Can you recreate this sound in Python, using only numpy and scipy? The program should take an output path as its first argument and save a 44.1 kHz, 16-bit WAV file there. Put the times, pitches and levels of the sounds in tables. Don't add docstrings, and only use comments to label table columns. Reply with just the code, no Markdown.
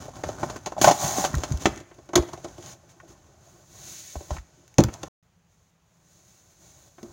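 import sys
import numpy as np
from scipy import signal
from scipy.io import wavfile

SR = 44100
rng = np.random.default_rng(int(sys.argv[2]) if len(sys.argv) > 2 else 0)


def master(y):
    cut = np.clip(np.atleast_2d(y).T, -1, 1)
    pcm = np.round(cut * 32767)
    wavfile.write(sys.argv[1], SR, pcm.astype(np.int16))


N = 313992
TIME = np.arange(N) / SR
CARTON_HELD_S, TRAY_HELD_S = 1.84, 3.64

# t/s, ring/dB, crack/dB, centre/Hz, relative bandwidth
CARTON_HITS = [(.083, -37, -56, 573, 0.26), (.236, -27, -35, 678, 0.71), (.288, -28.5, -39.5, 617.7, 0.54),
               (.431, -22.5, -38.5, 630, 0.64), (.499, -34.5, -36, 650, 0.72),
               (.56, -35.5, -41.5, 700, 0.82), (.6605, -33, -30, 860, 0.63), (.67, -29.5, -38, 609.7, .6),
               (.721, -32.5, -46, 646, 0.57), (.766, -33, -58, 764, 0.28), (.781, -27.5, -46, 681, 0.22),
               (.814, -20.5, -21.5, 640, 0.91), (.843, -8.5, -14.5, 881, 0.44), (.873, -7.5, -23, 700, .33),
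               (.882, -10.5, -19, 770.7, 0.21), (.897, -16.5, -24, 705, 0.29),
               (.911, -15, -20.5, 639.1, 0.51), (1.182, -26, -37, 450, 0.75),
               (1.2395, -23, -27.5, 810, 0.4), (1.248, -24, -24.5, 910, 0.94),
               (1.342, -30.5, -42, 1424, 0.28), (1.435, -27.5, -29, 851, 1.17), (1.6565, -13, -26, 1180, 1),
               (1.665, -20, -32.5, 420, .45), (4.155, -34.5, -46, 536, 0.59),
               (4.207, -41.5, -51, 510, 0.47), (4.306, -30, -39, 705, .5), (4.367, -39.5, -49, 1200, 0.58),
               (4.383, -46, -50, 1690, .4)]
TRAY_HITS = [(1.775, -48, -44.5, 750, 0.92), (1.802, -45.5, -47.5, 369, .65),
             (1.912, -48.5, -68, 750, 0.84), (1.984, -47, -60, 513, 0.77), (2.09, -42.5, -51.5, 486, .8),
             (2.133, -28.5, -41.5, 664, 0.64), (2.1551, -17.5, -17, 590, 0.87),
             (2.162, -19, -48, 430, 0.41), (2.176, -20, -28.5, 455, 0.62), (2.223, -33, -43, 450, 0.62),
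             (2.286, -41, -48, 650, .55), (2.332, -36, -41.5, 660, 0.6), (2.376, -42, -53, 580, 0.42),
             (2.445, -33.5, -41, 510, 0.58), (2.484, -49.5, -50.5, 460, .7), (2.581, -42, -51, 415, 0.58),
             (3.0, -49.5, -61, 1653, 0.34), (3.032, -50.5, -70, 550, .45), (6.981, -48, -64, 700, 0.93),
             (7.0295, -40, -51, 282, 0.75)]
THUD_HITS = [(4.783, -23.5, -24, 1000, 0.7), (4.7853, -9.5, -29.5, 370.4, 0.66),
             (4.792, -14, -28, 290, .55), (4.804, -20, -30, 280, .8), (4.8381, -31, -39, 906, 0.64),
             (4.885, -36, -49, 680, 0.75), (5.032, -32.5, -35, 605, 0.49)]
# f/Hz, level/dB
CARTON_MODES = [(205, -4), (244, 5.5), (322, 3.5), (410, 2), (525, -9.5), (597, 0), (709, 0.5), (782, -1),
                (830, -4.5), (902, -1.5), (1040, -5.5), (1160, -7.5), (1340, -2.5), (1620, -8.5),
                (1870, -3.5), (2230, -6.5)]
TRAY_MODES = [(285, -0.5), (345, 8.5), (368, -11), (405, -2.5), (450, -15), (555, -10.5), (651, 3),
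              (717, -1), (872, -7), (964, -1.5), (1098, -4), (1200, -11.5), (1460, -9), (1850, -9.5),
              (3150, -4.5)]
# start/s, full speed/s, end/s, hiss/dB, drone/dB
GRIP_STROKES = [(0, .01, CARTON_HELD_S, -57.5, -52), (0, .005, 0.059, -46.5, -41.5),
                (.13, .17, .2, -49.5, -42), (.23, .26, 0.37, -50, -42), (.36, .41, 0.55, -46.5, -39),
                (.765, .792, 0.84, -44, -39.5), (1.255, 1.27, 1.49, -43.5, -38.5),
                (1.49, 1.51, 1.59, -47.5, -41.5), (1.59, 1.615, 1.65, -38, -38),
                (1.66, 1.67, 1.78, -50.5, -42.5)]
FINGER_STROKES = [(1.83, 1.88, TRAY_HELD_S, -64.5, -60.5), (2.15, 2.18, 2.7, -56.5, -53.5),
                  (2.325, 2.345, 2.34, -51, -44), (2.55, 2.69, 2.735, -46.5, -51),
                  (2.88, 2.9, 2.92, -56.5, -64), (3.07, 3.085, 3.13, -57, -56),
                  (4.27, 4.34, 4.37, -48.5, -45), (4.38, 4.42, 4.8, -64.5, -65),
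                  (4.86, 4.89, 5.08, -58, -53), (4.92, 4.938, 4.945, -47, -44.5),
                  (5.0, 5.02, 5.12, -58, -50.5)]
# f/Hz, level/dB
DRY_HISS = [(300, -41), (1200, -2.5), (2200, -2), (4000, 0.5), (6500, 1.5), (9000, -2.5), (15500, -8)]
SILKY_HISS = [(300, -38.5), (1200, -14.5), (2000, -2), (3000, -3.5), (4000, 3), (5000, 0.5), (6500, 3.5),
              (9000, 1), (15500, -2)]
PANEL_DRONE = [(30, -14.5), (60, 4.5), (140, 7), (250, -1.5), (450, -4), (620, -2), (780, -2), (1000, -7.5),
               (1500, -9), (3000, -45.5), (8000, -61)]


def amp(db):
    return 10 ** (np.asarray(db) / 20)


def unit(x):
    return x / np.sqrt(np.mean(x ** 2) + 1e-20)


def burst(x, seconds):
    return x / np.sqrt(np.sum(x ** 2) / (seconds * SR) + 1e-20)


def read(points, hz):
    f, value = np.transpose(points)
    return np.interp(np.log(hz + 1), np.log(f + 1), value)


def colour(x, spectrum):
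    log_gain = np.log(amp(read(spectrum, abs(np.fft.fftfreq(4096, 1 / SR)))))
    taps = np.fft.ifft(np.exp(np.conj(signal.hilbert(log_gain)))).real
    return signal.oaconvolve(x, taps[:len(taps) // 2])[:len(x)]


def fade(t, t60):
    return np.exp(-np.log(1000) * t / t60)


def add(mix, s, sound):
    part = mix[max(round(s * SR), 0):][:len(sound)]
    part += sound[:len(part)]


def room_tone(level_db=-70, hum_db=-72.5, hum_hz=168, hum_t60=.12):
    spectrum = [(20, -4), (55, -3.5), (105, 1.5), (135, -8.5), (170, -6.5), (225, -19), (400, -13.5),
                (800, -13), (3000, -20.5), (6500, -25), (16000, -27)]
    t = np.arange(SR) / SR
    mode = np.sin(2 * np.pi * hum_hz * t) * fade(t, hum_t60)
    hum = signal.oaconvolve(rng.standard_normal(N), mode)[:N]
    murmur = colour(rng.standard_normal(N), spectrum)
    return amp(level_db) * unit(murmur) + amp(hum_db) * unit(hum)


def room(x, early_db=-9, early_t60=.073, tail_db=-19):
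    decay_times = [(80, .3), (250, .45), (700, 0.23), (2000, 0.6), (6000, 0.25), (15000, .45)]
    t = np.arange(SR) / SR
    early = rng.standard_normal(SR) * (rng.random(SR) < 1500 / SR) * fade(t, early_t60) * (t > .002)
    hz, frames, bands = signal.stft(rng.standard_normal(SR), SR, nperseg=256)
    bands *= fade(frames, read(decay_times, hz)[:, None])
    tail = signal.istft(bands, SR, nperseg=256)[1][:SR] * (t > .012)
    echo = amp(early_db) * early / np.linalg.norm(early) + amp(tail_db) * tail / np.linalg.norm(tail)
    return x + signal.oaconvolve(x, echo)[:N]


def thump(hz, t60, rise=.00074, overtone=.3, ratio=1.7):
    t = np.arange(SR // 2) / SR
    phase = 2 * np.pi * hz * t
    swing = np.sin(phase) * fade(t, t60) + overtone * np.sin(ratio * phase) * fade(t, t60 / 2)
    return swing * (1 - np.exp(-t / rise))


def table_thumps(rock_after_s=.026, hit_db=-14, hit_hz=162.5, scatter_octaves=.6):
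    bumps = [(0.818, -29, 136, -50), (.846, -21, 190, -48), (1.041, -22.5, 148, -48),
             (1.185, -29, 193, -48), (1.34, -20, 132, -17.5), (1.513, -19, 130.4, -19.5),
             (1.661, -23, 206, -32), (2.164, -21.5, 139, -19.5), (4.163, -29, 73, -48),
             (4.314, -23, 70.6, -43), (4.381, -33, 60, -41), (4.784, -10.5, 120, -20),
             (4.792, -12.5, 171, -28.5), (4.845, -17, 120, -25.5), (7.031, -38, 227, -52)]
    out = np.zeros(N)
    for s, push_db, hz, rock_db in bumps:
        add(out, s, amp(push_db) * thump(hz, t60=.1))
        add(out, s + rock_after_s, amp(rock_db) * thump(hz=73, t60=.091))
    for s, db, *_ in [*CARTON_HITS, *TRAY_HITS, *THUD_HITS]:
        hz = hit_hz * 2 ** (scatter_octaves * (rng.random() - .5))
        add(out, s, amp(db + hit_db) * thump(hz, t60=.1))
    return out


def strokes(rows, sag_db, stop_t60, uneven_db=.67, uneven_s=.015):
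    power = np.zeros((2, N))
    for start, full, end, hiss_db, drone_db in rows:
        gather = np.sin(np.pi / 2 * np.interp(TIME, [start, full], [0, 1])) ** 2
        sag = amp(np.interp(TIME, [full, end], [0, sag_db]))
        release = fade(np.clip(TIME - end, 0, 1), stop_t60)
        power += (amp([[hiss_db], [drone_db]]) * gather * sag * release) ** 2
    uneven = np.interp(TIME / uneven_s, np.arange(N), rng.standard_normal(N))
    return np.sqrt(power) * amp(uneven_db * uneven)


def slips(per_s, spread_db, smooth):
    size = amp(spread_db * np.minimum(rng.exponential(1, N), 4)) * rng.choice([-1, 1], N)
    releases = size * (rng.random(N) < per_s / SR)
    return unit(unit(releases) + smooth * rng.standard_normal(N))


def slide(drive, gains, modes, hiss_eq, drone_eq, hiss_db, drone_db, ringing, t60):
    t = np.arange(SR // 4) / SR
    panel = sum(amp(db + read(drone_eq, hz)) * np.sin(2 * np.pi * (hz * t + rng.random()))
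                for hz, db in modes)
    ring = signal.oaconvolve(drive, panel * fade(t, t60))[:N]
    drone = unit(unit(colour(drive, drone_eq)) + ringing * unit(ring))
    hiss = unit(colour(drive, hiss_eq))
    return hiss * gains[0] * amp(hiss_db) + drone * gains[1] * amp(drone_db)


def touches(rows, gains, count, level_db, spread_db, crack_db, hz, scatter_octaves, bandwidth=.28):
    first, last = rows[0][0], rows[-1][2]
    when, force, place = rng.random((count, 3)).T
    at = first + (last - first) * (np.arange(count) + when) / count
    db = 20 * np.log10(np.interp(at, TIME, gains[1]) + 1e-9) + level_db + spread_db * (force - .5)
    centre_hz = hz * 2 ** (scatter_octaves * (place - .5))
    return np.column_stack([at, db, db + crack_db, centre_hz, np.full(count, bandwidth)])


def knocks(rows, modes, ring_db, crack_db, flutter, width_octaves, rise, crack_t60, linger, cycles):
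    crack_eq = [(200, -19.5), (1000, 4.5), (2000, 2.5), (3500, 3.5), (6500, 1.5), (9000, -4.5),
                (15500, -14)]
    out, t = np.zeros(N), np.arange(SR // 3) / SR
    mode_hz, mode_db = np.transpose(modes)
    grid_hz = np.geomspace(30, 16000, 40)
    for s, body_db, edge_db, hz, bandwidth in rows:
        off_centre = np.log2(grid_hz / hz) / (bandwidth * width_octaves)
        contact_eq = np.column_stack([grid_hz, np.maximum(-2 * off_centre ** 2, -70)])
        weight = amp(mode_db + read(contact_eq, mode_hz)) * rng.choice([-1, 1], len(modes))
        swell = fade(t, cycles / hz) * (1 - np.exp(-t / rise))
        ring = weight @ np.sin(2 * np.pi * mode_hz[:, None] * t) * swell
        flaps = colour(rng.standard_normal(len(t)) * swell, contact_eq)
        body = burst(burst(ring, .88) + flutter * burst(flaps, .77), .0089)
        crack_decay = fade(t, crack_t60) + linger * fade(t, .12)
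        crack = burst(colour(rng.standard_normal(len(t)) * crack_decay, crack_eq), .01)
        add(out, s, amp(body_db + ring_db) * body + amp(edge_db + crack_db) * crack)
    return out


def swish():
    glides = [(3.35, 3.48, 3.75, -61, -63), (3.62, 3.82, 3.93, -49, -53.5), (3.76, 3.9, 4.14, -42.5, -58.5),
              (4.12, 4.16, 4.37, -50.5, -55), (5.45, 5.53, 5.7, -71, -79), (5.75, 6.0, 6.7, -70.5, -71.5),
              (5.98, 6.15, 7.17, -61.5, -67), (6.22, 6.3, 6.39, -62.5, -76), (6.52, 6.67, 6.88, -57, -61),
              (6.98, 7.03, 7.3, -60.5, -54.5)]
    gliding = strokes(glides, sag_db=-2.5, stop_t60=.18)
    return slide(slips(per_s=5000, spread_db=2.5, smooth=1.5), gliding, TRAY_MODES,
                 SILKY_HISS, PANEL_DRONE, hiss_db=-2.5, drone_db=-3, ringing=.29, t60=.036)


def crinkle(gains, count=50, above_hiss_db=7, spread_db=10, trim_db=-5, t60=.006):
    snaps = [(.566, -42.5), (.791, -43), (1.260, -26), (1.352, -28.5), (1.383, -38), (1.522, -32.5),
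             (1.574, -37.5), (1.761, -40.5), (2.158, -9.5), (4.679, -49.5), (4.742, -49), (4.784, -16.5),
             (4.807, -31), (4.838, -20), (4.94, -35), (7.031, -44.5)]
    when, softness = rng.random((count, 2)).T
    at = TRAY_HELD_S * when
    crease_db = 20 * np.log10(np.interp(at, TIME, gains[0]) + 1e-9) + above_hiss_db - spread_db * softness
    out, t = np.zeros(N), np.arange(SR // 20) / SR
    for s, db in [*snaps, *zip(at, crease_db)]:
        click = colour(rng.standard_normal(len(t)) * fade(t, t60), DRY_HISS)
        add(out, s, amp(db + trim_db) * burst(click, .0037))
    return out


def thud():
    modes = [(222, 5), (290, 2), (330, 2), (385, -3.5), (450, -2.5), (520, -4), (791, -4.5), (947, -2),
             (1340, -1.5), (2062, -9.5)]
    return knocks(THUD_HITS, modes, ring_db=-1.5, crack_db=-4.5, flutter=.72, width_octaves=1,
                  rise=.0016, crack_t60=.025, linger=.03, cycles=30)


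def tray(rubbing):
    taps = touches(FINGER_STROKES, rubbing, count=40, level_db=0, spread_db=9, crack_db=-12,
                   hz=523, scatter_octaves=2)
    hits = knocks([*TRAY_HITS, *taps], TRAY_MODES, ring_db=0, crack_db=-4, flutter=.75,
                  width_octaves=.88, rise=.0015, crack_t60=.047, linger=.06, cycles=48)
    rub = slide(slips(per_s=160, spread_db=2, smooth=5.9), rubbing, TRAY_MODES,
                DRY_HISS, PANEL_DRONE, hiss_db=-3.5, drone_db=-1.5, ringing=.12, t60=.065)
    return hits + rub


def carton(gripping):
    taps = touches(GRIP_STROKES, gripping, count=30, level_db=-1, spread_db=7, crack_db=-14,
                   hz=514, scatter_octaves=2.5)
    hits = knocks([*CARTON_HITS, *taps], CARTON_MODES, ring_db=-1.5, crack_db=-5, flutter=.77,
                  width_octaves=.9, rise=.00035, crack_t60=.07, linger=.04, cycles=31)
    scrape = slide(slips(per_s=1200, spread_db=3.5, smooth=.82), gripping, CARTON_MODES,
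                   DRY_HISS, PANEL_DRONE, hiss_db=-3.5, drone_db=-2, ringing=.28, t60=.06)
    return hits + scrape


def pull():
    tugs = [(.812, .816, 0.85, -18.5, -26), (.82, .875, 0.89, -21, -16), (.9, .92, 0.98, -32.5, -32.5),
            (.94, 1.05, 1.147, -26, -27.5), (1.13, 1.18, 1.262, -27, -27),
            (1.245, 1.258, 1.236, -37.5, -14)]
    hollow_eq = [(30, -21), (130, -6.5), (300, -9.5), (480, -10), (680, 2), (810, 5), (950, -5),
                 (1200, -9.5), (1600, -13.5), (3000, -26), (8000, -68)]
    pulling = strokes(tugs, sag_db=-4, stop_t60=.09)
    return slide(slips(per_s=1500, spread_db=2, smooth=1), pulling, CARTON_MODES,
                 SILKY_HISS, hollow_eq, hiss_db=-4.5, drone_db=-4, ringing=.39, t60=.035)


def scene():
    gripping = strokes(GRIP_STROKES, sag_db=-4, stop_t60=.23)
    rubbing = strokes(FINGER_STROKES, sag_db=-1, stop_t60=.072)
    airborne = swish() + crinkle(gripping + rubbing) + thud() + tray(rubbing) + carton(gripping) + pull()
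    return (room_tone() + table_thumps() + room(airborne))[None]


def record(dry):
    microphone_eq = [(15, -23), (50, 7), (100, 4), (4800, 0.5), (5600, 2), (6250, 9), (6850, 8.5),
                     (7900, -4), (9800, -4), (12000, -9.5), (13500, -6), (15500, -0.5)]
    mute_from_s, mute_to_s, cutoff_hz = 5.083, 5.227, 15950
    x = np.tanh(colour(dry[0], microphone_eq))
    x *= (TIME < mute_from_s) | (TIME > mute_to_s)
    low_pass = signal.firwin(511, cutoff_hz, window=("kaiser", 9), fs=SR)
    return signal.oaconvolve(x, low_pass, "same")[None]


dry = scene()
out = record(dry)
master(out)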